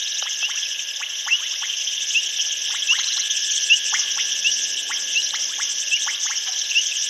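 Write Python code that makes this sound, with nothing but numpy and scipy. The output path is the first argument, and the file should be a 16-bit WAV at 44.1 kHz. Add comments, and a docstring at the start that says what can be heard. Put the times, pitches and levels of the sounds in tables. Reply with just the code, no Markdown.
"""Pure frog peeps and bubbling upward whoops stand out of a shrill crowd of insect rasps and rattles at night.
Rasps, rattles, clicks, chips and zips are pulsed gliding tones; their far crowds are coloured noise.
Peeps, whoops and slides are swept sines. A bush cricket's tooth clicks ring its wing about ten times a second;
two other crickets trill and chirp in sines. Light taps, air noise, a low rush and a thin whine lie beneath.
Open ground adds a thin tail; an outdoor camera's small microphone cuts the bass and the extreme top."""
import sys
import numpy as np
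from scipy import signal
from scipy.fft import rfft, irfft
from scipy.io import wavfile
from scipy.ndimage import uniform_filter1d

SR = 44100
rng = np.random.default_rng(int(sys.argv[2]) if len(sys.argv) > 2 else 0)


def unload_audio(sound):
    """Save the sound as a 16-bit wav file, at the path given as the first command line argument."""
    columns = np.transpose(np.atleast_2d(sound))
    # keep every value between -1 and 1, then stretch to whole-number steps
    steps = np.round(np.clip(columns, -1, 1) * 32767)
    wavfile.write(sys.argv[1], SR, steps.astype(np.int16))


N = 312669
TIME = np.arange(N) / SR


def from_db(db):
    """Decibels to gain."""
    return 10 ** (np.asarray(db) / 20)


def rms_one(x):
    """Scale to unit power."""
    return x / np.sqrt(np.mean(x ** 2) + 1e-20)


def read(rows, at):
    """Every column of a table after the first, joined by straight lines."""
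    first, *columns = np.transpose(rows)
    return [np.interp(at, first, c) for c in columns]


def add(out, start_s, sound):
    """Mix a sound in at its time."""
    i = int(round(start_s * SR))
    a, b = max(i, 0), min(i + len(sound), N)
    if b > a:
        out[a:b] += sound[a - i:b - i]


def band(x, low_hz, high_hz, order=2):
    """Band-pass."""
    sos = signal.butter(order, [low_hz, high_hz], "band", fs=SR, output="sos")
    return signal.sosfilt(sos, x + 1e-18)


def resonate(x, hz, width_hz):
    """One two-pole resonance, gain about 1 on top."""
    r = np.exp(-np.pi * width_hz / SR)
    zeros = np.array([1, 0, -1]) * (1 - r * r) / 2
    poles = [1, -2 * r * np.cos(2 * np.pi * hz / SR), r * r]
    return signal.lfilter(zeros, poles, x + 1e-18)


def sine(hz):
    """Sine that follows a pitch course in Hz."""
    return np.sin(2 * np.pi * np.cumsum(hz) / SR)


def noise(spectrum):
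    """Noise of a given colour, interpolated over log frequency; rms 1."""
    hz, db = np.transpose(spectrum)
    bins_hz = np.maximum(np.fft.rfftfreq(N, 1 / SR), 1)
    gain = from_db(np.interp(np.log(bins_hz), np.log(hz), db))
    return rms_one(irfft(rfft(rng.standard_normal(N)) * gain, N))


def drift(knots_per_s):
    """Random course through evenly spaced knots, rms 1."""
    knots = rng.standard_normal(8192)
    return rms_one(np.interp(TIME * knots_per_s, np.arange(len(knots)), knots))


def open_ground(x, wet_db, t60_s):
    """Bushes and trees scatter a thin, decaying noise tail back."""
    t = np.arange(SR // 2) / SR
    build_up = 1 - np.exp(-t / 0.0062)
    tail = rng.standard_normal(len(t)) * from_db(-60 * t / t60_s) * build_up
    return x + from_db(wet_db) * signal.fftconvolve(x, tail / np.linalg.norm(tail))[:N]


def pulsed_note(length_s, hz, glide, pulse_hz, sharpness, uneven_db):
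    """A gliding tone that swells and fades, chopped into pulses of unequal strength and phase; rms 1."""
    t = np.arange(int(length_s * SR)) / SR
    chance_db, chance_phase = rng.standard_normal((2, 128))
    cycle = t * pulse_hz + rng.random()
    which = cycle.astype(int) % len(chance_db)
    pulses = np.abs(np.sin(np.pi * (cycle % 1) ** 0.75)) ** sharpness
    pulses = pulses * from_db(uneven_db * chance_db[which])
    phase = 2 * np.pi * np.cumsum(hz * (1 + glide * (t / length_s - .5))) / SR
    tone = np.sin(phase + 0.77 * chance_phase[which])
    return rms_one(np.sin(np.pi * t / length_s) * pulses * tone)


def crowd(count, hz, spread_hz, length_s, glide, pulse_hz, sharpness, spread_db):
    """Many callers at random times, each with its own pitch, pace, length and distance; level evened."""
    out = np.zeros(N)
    starts_s = rng.uniform(-length_s, N / SR, count)
    traits = rng.uniform(-0.999, 1, (count, 4))
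    for start_s, (pitch, pace, size, near) in zip(starts_s, traits):
        note = pulsed_note(length_s * 1.5 ** size, hz + spread_hz * pitch, glide,
                           pulse_hz * 1.4 ** pace, sharpness, uneven_db=3.5)
        add(out, start_s, from_db(spread_db * near) * note)
    power = np.abs(uniform_filter1d(out ** 2, SR // 4))
    return out / np.sqrt(power + 1e-9)


def near_notes(rows, length_s, glide, pulse_hz, sharpness, uneven_db):
    """Pulsed notes of close callers; rows: middle t/s, relative level/dB, f/Hz."""
    out = np.zeros(N)
    for s, db, hz in rows:
        pace_hz = pulse_hz * 1.3 ** rng.uniform(-0.9, 1)
        note = pulsed_note(length_s, hz, glide, pace_hz, sharpness, uneven_db)
        add(out, s - length_s / 2, from_db(db) * note)
    return out


def passing_notes(crowd_level, gap_s, offset_db, spread_db, hz, spread_hz):
    """Nearby callers at loose intervals, their levels following the crowd; rows for near_notes."""
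    chance = rng.uniform(-1, 1, (160, 3))
    s = np.cumsum(gap_s * 2 ** chance[:, 0])
    crowd_db, = read(crowd_level, s)
    level_db = crowd_db + offset_db + spread_db * chance[:, 1]
    rows = np.column_stack([s, level_db, hz + spread_hz * chance[:, 2]])
    return rows[s < N / SR]


def sweeps(rows, shape, pulse_hz, depth):
    """A throbbing tone sweeps up about an octave and a half as the vocal sac fills."""
    out = np.zeros(N)
    for s, db, length_s in rows:
        t = np.arange(int(length_s * SR)) / SR
        hz, swell = read(shape, t / length_s)
        throb = 1 - depth * np.sin(np.pi * pulse_hz * t) ** 2
        add(out, s, from_db(db) * swell * throb * sine(hz))
    return out


def air_hiss():
    """Still air and microphone hiss: steady coloured noise."""
    # hiss colour: f/Hz, relative density/dB
    hiss_colour = [(25, -53), (75, -33), (125, -16.5), (220, -12.5), (400, -2.5), (540, 5), (750, -0.5),
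                   (1300, -1), (2200, 10), (5000, -18.5), (9300, -20), (10200, -6.5), (11400, -3),
                   (12500, -13)]
    return from_db(-47.5) * noise(hiss_colour)


def distant_rush():
    """Distant low rush: coloured noise with a slowly varying level."""
    # rush course: t/s, relative level/dB
    rush_level = [(0.0, -67), (0.8, -79), (2.25, -57), (3.1, -61.5), (4.7, -49.5), (5.5, -53),
                  (7.09, -63.5)]
    # rush colour: f/Hz, relative density/dB
    rush_colour = [(60, -39), (125, -9.5), (230, 1.5), (450, 3.5), (800, 1), (1500, -47)]
    level_db, = read(rush_level, TIME)
    return from_db(level_db - 3.5) * noise(rush_colour)


def whine():
    """Camera electronics: faint unsteady lines high in the hiss, each narrowly resonated noise."""
    # lines: f/Hz, level/dB
    whine_lines = [(10055, -72), (10837, -70), (10997, -69), (11153, -67.5), (11305, -66), (11444, -63.5),
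                   (11611, -65), (11953, -66), (12158, -64)]
    return sum(from_db(db) * rms_one(resonate(rng.standard_normal(N), hz, 45)) for hz, db in whine_lines)


def ticks():
    """Light taps close by: a few damped modes that die at once."""
    # taps: start t/s, relative level/dB
    tap_times = [(0.225, -25), (0.428, -30.5), (2.235, -48), (2.389, -44), (2.468, -42)]
    # ringing modes: f/Hz, relative level/dB, t60/s
    tap_modes = [(595, -8, 0.019), (820, 2, 0.013), (1210, -4, 0.019), (1390, 2.5, 0.013)]
    out, t = np.zeros(N), np.arange(SR // 20) / SR
    tap = sum(from_db(db - 60 * t / t60_s) * np.sin(2 * np.pi * hz * t) for hz, db, t60_s in tap_modes)
    for s, db in tap_times:
        add(out, s, from_db(db) * tap)
    return out


def stray_frogs():
    """Odd short chips, and one far croak that starts as rough noise and ends on a low note."""
    # chips: middle t/s, level/dB, f/Hz
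    chip_rows = [(.578, -29, 2716), (.662, -32.5, 2640), (.795, -34, 2610), (3.862, -30.5, 2742),
                 (5.875, -31, 2790), (5.972, -34, 2340), (6.715, -24, 2750), (6.922, -27, 2666)]
    # croak: t/s, relative level/dB, f/Hz
    croak_row = (6.487, -42, 760)
    chips = near_notes(chip_rows, length_s=0.02, glide=-0.065, pulse_hz=194, sharpness=0.71, uneven_db=2.0)
    s, db, hz = croak_row
    croak, t = np.zeros(N), np.linspace(0, .035, int(0.0348 * SR))
    swell = np.hanning(len(t))
    rough = rms_one(band(rng.standard_normal(len(t)), 920, 2300))
    add(croak, s - .028, from_db(db + 7.5) * swell * rough)
    add(croak, s - .012, from_db(db + 2.0) * swell * np.sin(2 * np.pi * hz * t))
    return chips + open_ground(croak, wet_db=-3, t60_s=0.54)


def zips():
    """Brief rough notes that shoot upwards."""
    # zips: middle t/s, level/dB, f/Hz
    zip_rows = [(1.036, -27.5, 2750), (4.205, -27, 2900), (6.022, -29, 3500), (6.149, -29.5, 3390)]
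    return near_notes(zip_rows, length_s=.026, glide=0.402, pulse_hz=300, sharpness=.8, uneven_db=2.0)


def clicking_frog():
    """Runs of brief buzzy notes at an even pace."""
    # runs: first note t/s, notes, spacing/s, relative level/dB, f/Hz
    click_runs = [(.03, 5, 0.048, -26.5, 3734), (2.993, 6, .045, -24, 3990), (3.523, 4, .05, -34.5, 4310),
                  (5.176, 5, .0445, -29.5, 4040), (6.534, 4, 0.055, -31.5, 4000)]
    notes = [(s + k * spacing_s, db, hz)
             for s, count, spacing_s, db, hz in click_runs for k in range(int(round(count)))]
    buzz = near_notes(notes, length_s=.02, glide=0.087, pulse_hz=416, sharpness=.7, uneven_db=5.0)
    return from_db(-3.0) * buzz


def trill():
    """A cricket's unbroken low trill of sine pulses, with the noise blur of farther ones around it."""
    # trill course: t/s, relative level/dB
    trill_level = [(0.0, -43), (0.65, -42.5), (1.75, -47), (3.14, -40.5), (4.0, -38.5), (4.7, -41),
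                   (5.8, -43), (7.09, -42)]
    level_db, = read(trill_level, TIME)
    stroke, cycle = np.divmod(TIME * 91.5, 1)  # strokes/s
    # every stroke rings the wing anew
    start_phase = 1.78 * rng.standard_normal(int(stroke[-1]) + 1)[stroke.astype(int)]
    pitch_hz = 1685 - 60 * (cycle - .5)  # each pulse sags as the wing slows
    tone = np.sin(2 * np.pi * np.cumsum(pitch_hz) / SR + start_phase)
    near = rms_one(np.sin(np.pi * cycle) ** 2 * tone) * from_db(1.4 * drift(30))
    far = rms_one(band(rng.standard_normal(N), 1622, 1780, order=3))
    return from_db(level_db - 2.5) * (near + .5 * far)


def chirping_cricket(syllable_s, spacing_s, base_db):
    """Chirps of four or five pure syllables of uneven strength, falling in pitch as the wings close."""
    # bouts: first syllable t/s, chirps, chirp period/s, syllables per chirp
    chirp_bouts = [(.054, 4, .274, 5), (1.254, 2, .24, 4), (1.79, 3, .274, 5), (2.592, 2, .219, 4),
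                   (3.054, 4, .277, 5), (4.146, 2, .223, 4), (4.64, 2, .298, 4), (5.168, 5, .225, 4),
                   (6.375, 3, .275, 5)]
    out, share = np.zeros(N), np.linspace(0, 1, int(syllable_s * SR))
    turns = np.cumsum(5350 - 350 * share - 150 * share ** 2) / SR  # from a pitch in Hz
    for first_s, chirps, period_s, syllables in chirp_bouts:
        for s in first_s + period_s * np.arange(chirps):
            for k, (strength_db, phase) in enumerate(rng.standard_normal((int(syllables), 2))):
                syllable = np.sin(np.pi * share) ** 2 * np.sin(2 * np.pi * (turns + phase))
                add(out, s + k * spacing_s - syllable_s / 2, from_db(base_db + strength_db) * syllable)
    return out


def strikes(per_s):
    """A unit click each time a cycle of the given rate is completed."""
    return np.diff(np.floor(np.cumsum(per_s) / SR), prepend=-1.)


def bush_cricket():
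    """A file drags over a scraper: tooth clicks swell, fade and stop as the wings reopen, with one light touch."""
    # effort: t/s, relative level/dB
    effort = [(0.08, -50.5), (0.69, -49), (1.21, -54.1), (1.62, -52.0), (2.13, -43.5), (2.54, -49.5),
              (2.74, -41.5), (3.05, -46), (3.56, -38.5), (3.87, -40), (4.17, -50.2), (4.28, -45),
              (4.79, -40.5), (5.4, -47.5), (5.71, -41), (6.01, -40.6), (6.53, -51.5), (7.04, -40.5)]
    effort_db, = read(effort, TIME)
    stroke = (TIME - .049) / .10234 % 1  # period/s
    pressure = np.interp(stroke, [0, .2, .42, .53, .62, .84, .89, .94], [0, .55, 1, .9, 0, 0, .07, 0])
    tooth_hz = 630 * (1 - 0.28 * stroke) * (1 + 0.033 * drift(250))  # the wing slows along the stroke
    teeth = strikes(tooth_hz) * pressure * from_db(1.6 * drift(500))
    wing = resonate(teeth, 7413, 480) - from_db(-20.0) * resonate(teeth, 8830, 580)
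    soft = rms_one(band(wing, 6460, 7760, order=6))
    hard = rms_one(band(wing, 6300, 9700, order=3))
    bright = np.clip((effort_db + 54.0) / 14, .1, 1)  # harder strokes wake the upper wing resonance
    return from_db(effort_db + 1.0) * (np.sqrt(1 - bright) * soft + np.sqrt(bright) * hard)


def low_rattles():
    """Slower pulse trains near 3 kHz; the far ones merge into a noise shimmer."""
    # near rattles: middle t/s, relative level/dB, f/Hz
    rattle_rows = [(0.632, -20.5, 3250), (1.704, -23.5, 3110), (1.878, -22, 3195), (2.402, -20.5, 3090),
                   (2.83, -23, 3300), (2.994, -24, 3180), (3.305, -24, 3220), (4.214, -25, 3010)]
    # crowd course: t/s, relative level/dB
    rattle_level = [(0.0, -29), (0.55, -28), (1.05, -31), (1.75, -27), (3.9, -26), (5.5, -29.5),
                    (6.3, -29.5), (7.09, -27)]
    # far crowd colour: f/Hz, relative density/dB
    rattle_colour = [(1700, -36), (2000, -12.5), (2450, -8), (2750, 4), (3100, 8), (3450, 3), (3850, -3.5),
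                     (4300, -13), (5000, -32)]
    level_db, = read(rattle_level, TIME)
    middle = crowd(count=760, hz=3196, spread_hz=415, length_s=.02, glide=0.077,
                   pulse_hz=224.7, sharpness=2.4, spread_db=4.0)
    far = noise(rattle_colour) * from_db(2.5 * drift(260))
    passing = passing_notes(rattle_level, gap_s=.11, offset_db=1.0, spread_db=2.0, hz=3140, spread_hz=149)
    near = near_notes([*rattle_rows, *passing], length_s=.02, glide=0.052,
                      pulse_hz=243.4, sharpness=2.7, uneven_db=1.6)
    return from_db(level_db) * (from_db(-4.5) * middle + from_db(-5.0) * far) + from_db(-2.5) * near


def high_rasps():
    """Fast-pulsed falling rasps near 6 kHz; the far ones merge into a noise shrill."""
    # near rasps: middle t/s, relative level/dB, f/Hz
    rasp_rows = [(0.19, -18, 6020), (2.42, -16, 5880), (3.202, -14, 6080), (3.314, -14, 6130),
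                 (3.372, -15.5, 5800), (3.518, -13.5, 6160), (3.56, -15.5, 6130), (3.637, -14.5, 5800),
                 (4.003, -15, 5960), (5.249, -15, 5700)]
    # crowd course: t/s, relative level/dB
    rasp_level = [(0.08, -26.5), (0.69, -26), (0.8, -30.5), (2.43, -24), (2.84, -26), (3.05, -21.8),
                  (3.15, -26.5), (3.97, -21.5), (4.28, -25), (4.48, -22.5), (4.68, -25.5), (7.04, -23.5)]
    # far crowd colour: f/Hz, relative density/dB
    rasp_colour = [(4300, -6.5), (4750, -6.5), (5150, 2), (5700, 6.5), (6150, 7.5), (6600, -2), (7100, -16),
                   (7800, -41), (8800, -44)]
    level_db, = read(rasp_level, TIME)
    middle = crowd(count=480, hz=5974, spread_hz=460, length_s=.032, glide=-0.0798,
                   pulse_hz=516.0, sharpness=1.24, spread_db=6.5)
    far = noise(rasp_colour) * from_db(2.0 * drift(70))
    passing = passing_notes(rasp_level, gap_s=.13, offset_db=4.0, spread_db=-0.5, hz=5810, spread_hz=218)
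    near = near_notes([*rasp_rows, *passing], length_s=0.025, glide=-0.049,
                      pulse_hz=493, sharpness=2.9, uneven_db=1.5)
    mass = from_db(level_db) * (from_db(-5.5) * middle + from_db(-6.0) * far) * from_db(0.78 * drift(9.9))
    return band(mass + from_db(-8.0) * near, 4310, 8370, order=3)


def whoops(echo_s, echo_db):
    """Quick pulsed whoops and slow slides; the vocal sac rings near 2 kHz and the trees send one echo."""
    # whoops: start t/s, relative level/dB, length/s
    whoop_rows = [(0.251, -26, 0.04), (0.481, -26.5, 0.047), (.999, -24.5, 0.046), (1.262, -19, 0.046),
                  (1.615, -24, 0.046), (2.689, -30.5, 0.055), (2.73, -25, 0.047), (2.979, -23.5, 0.04),
                  (3.163, -28.5, .048), (3.923, -15, 0.045), (4.164, -24, .048), (4.892, -19.5, 0.047),
                  (5.332, -20.5, 0.031), (5.582, -22, 0.047), (6.062, -18, 0.046), (6.248, -26.5, 0.044),
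                  (6.291, -23, 0.049)]
    # whoop course: share of length, f/Hz, amplitude
    whoop_course = [(0, 852, 0.2), (.08, 788, 0.38), (.2, 863, 0.4), (.33, 1170, 0.69), (0.449, 1615, 1),
                    (.58, 1963, 1), (.72, 2105, 0.73), (.86, 2104, 0.79), (1, 2380, 0.07)]
    # slides: start t/s, relative level/dB, length/s
    slide_rows = [(.52, -42, .09), (1.385, -38, 0.087), (1.51, -41.5, 0.068), (2.903, -28.5, 0.078),
                  (3.045, -41, .1), (5.475, -40.5, 0.098)]
    # slide course: share of length, f/Hz, amplitude
    slide_course = [(0, 860, 0), (0.149, 965, .35), (0.349, 1233, 0.5), (0.549, 1690, 1), (.72, 1980, 0.9),
                    (.88, 2250, 0.4), (1, 2300, 0)]
    slides = sweeps(slide_rows, slide_course, pulse_hz=256, depth=0.2)
    calls = sweeps(whoop_rows, whoop_course, pulse_hz=243.2, depth=0.92) + 1.23 * slides
    # the slides also arrive by longer paths, which break them up
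    for delay_s in rng.uniform(0.00324, 0.016, size=3):
        add(calls, delay_s, 0.36 * slides)
    voiced = band(calls + from_db(-12) * resonate(calls, 2100, 45), 790, 3350, order=4)
    out = voiced.copy()
    add(out, echo_s, from_db(echo_db) * voiced)
    return out


def peeps():
    """Frogs' pure whistles that slide up about a tone."""
    # peeps: start t/s, level/dB, starting f/Hz
    peep_rows = [(0.422, -16.5, 2640), (1.307, -11, 2646), (2.145, -11.5, 2594), (2.886, -10.5, 2644),
                 (3.698, -6.5, 2640), (4.444, -12, 2633), (5.151, -13, 2635), (5.915, -13, 2627),
                 (6.749, -11, 2636)]
    # peep course: t/s, pitch ratio, amplitude
    peep_course = [(-.002, 1, 0), (.004, 1, .5), (.011, 1.003, .7), (.02, 1.033, 1), (.03, 1.07, .93),
                   (.04, 1.098, .62), (.05, 1.113, .33), (.058, 1.117, .16), (.067, 1.11, 0)]
    out = np.zeros(N)
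    t = np.arange(peep_course[0][0], peep_course[-1][0], 1 / SR)
    ratio, swell = read(peep_course, t)
    for s, db, hz in peep_rows:
        add(out, s + t[0], from_db(db) * swell * sine(hz * ratio))
    return out


def scene():
    """All callers over the night's faint rush, hiss and whine."""
    floor = air_hiss() + distant_rush() + whine()
    taps = open_ground(band(ticks(), 535, 1700, order=3), wet_db=-16, t60_s=0.43)
    chirps = chirping_cricket(syllable_s=.023, spacing_s=.0315, base_db=-29)
    crickets = trill() + chirps + bush_cricket()
    chorus = stray_frogs() + zips() + clicking_frog() + low_rattles() + high_rasps()
    whooping = open_ground(whoops(echo_s=0.055, echo_db=-22), wet_db=-11.5, t60_s=0.73)
    peeping = open_ground(peeps(), wet_db=-15.0, t60_s=0.11)
    return (floor + taps + crickets + chorus + whooping + peeping)[None]


def record(dry):
    """The small microphone has little bass; the top is cut steeply."""
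    low_cut_hz, high_cut_hz = 122, 12550
    thin = signal.sosfilt(signal.butter(3, low_cut_hz, "high", fs=SR, output="sos"), dry)
    return signal.sosfilt(signal.ellip(12, .1, 90, high_cut_hz, fs=SR, output="sos"), thin)


dry = scene()
out = record(dry)
unload_audio(out)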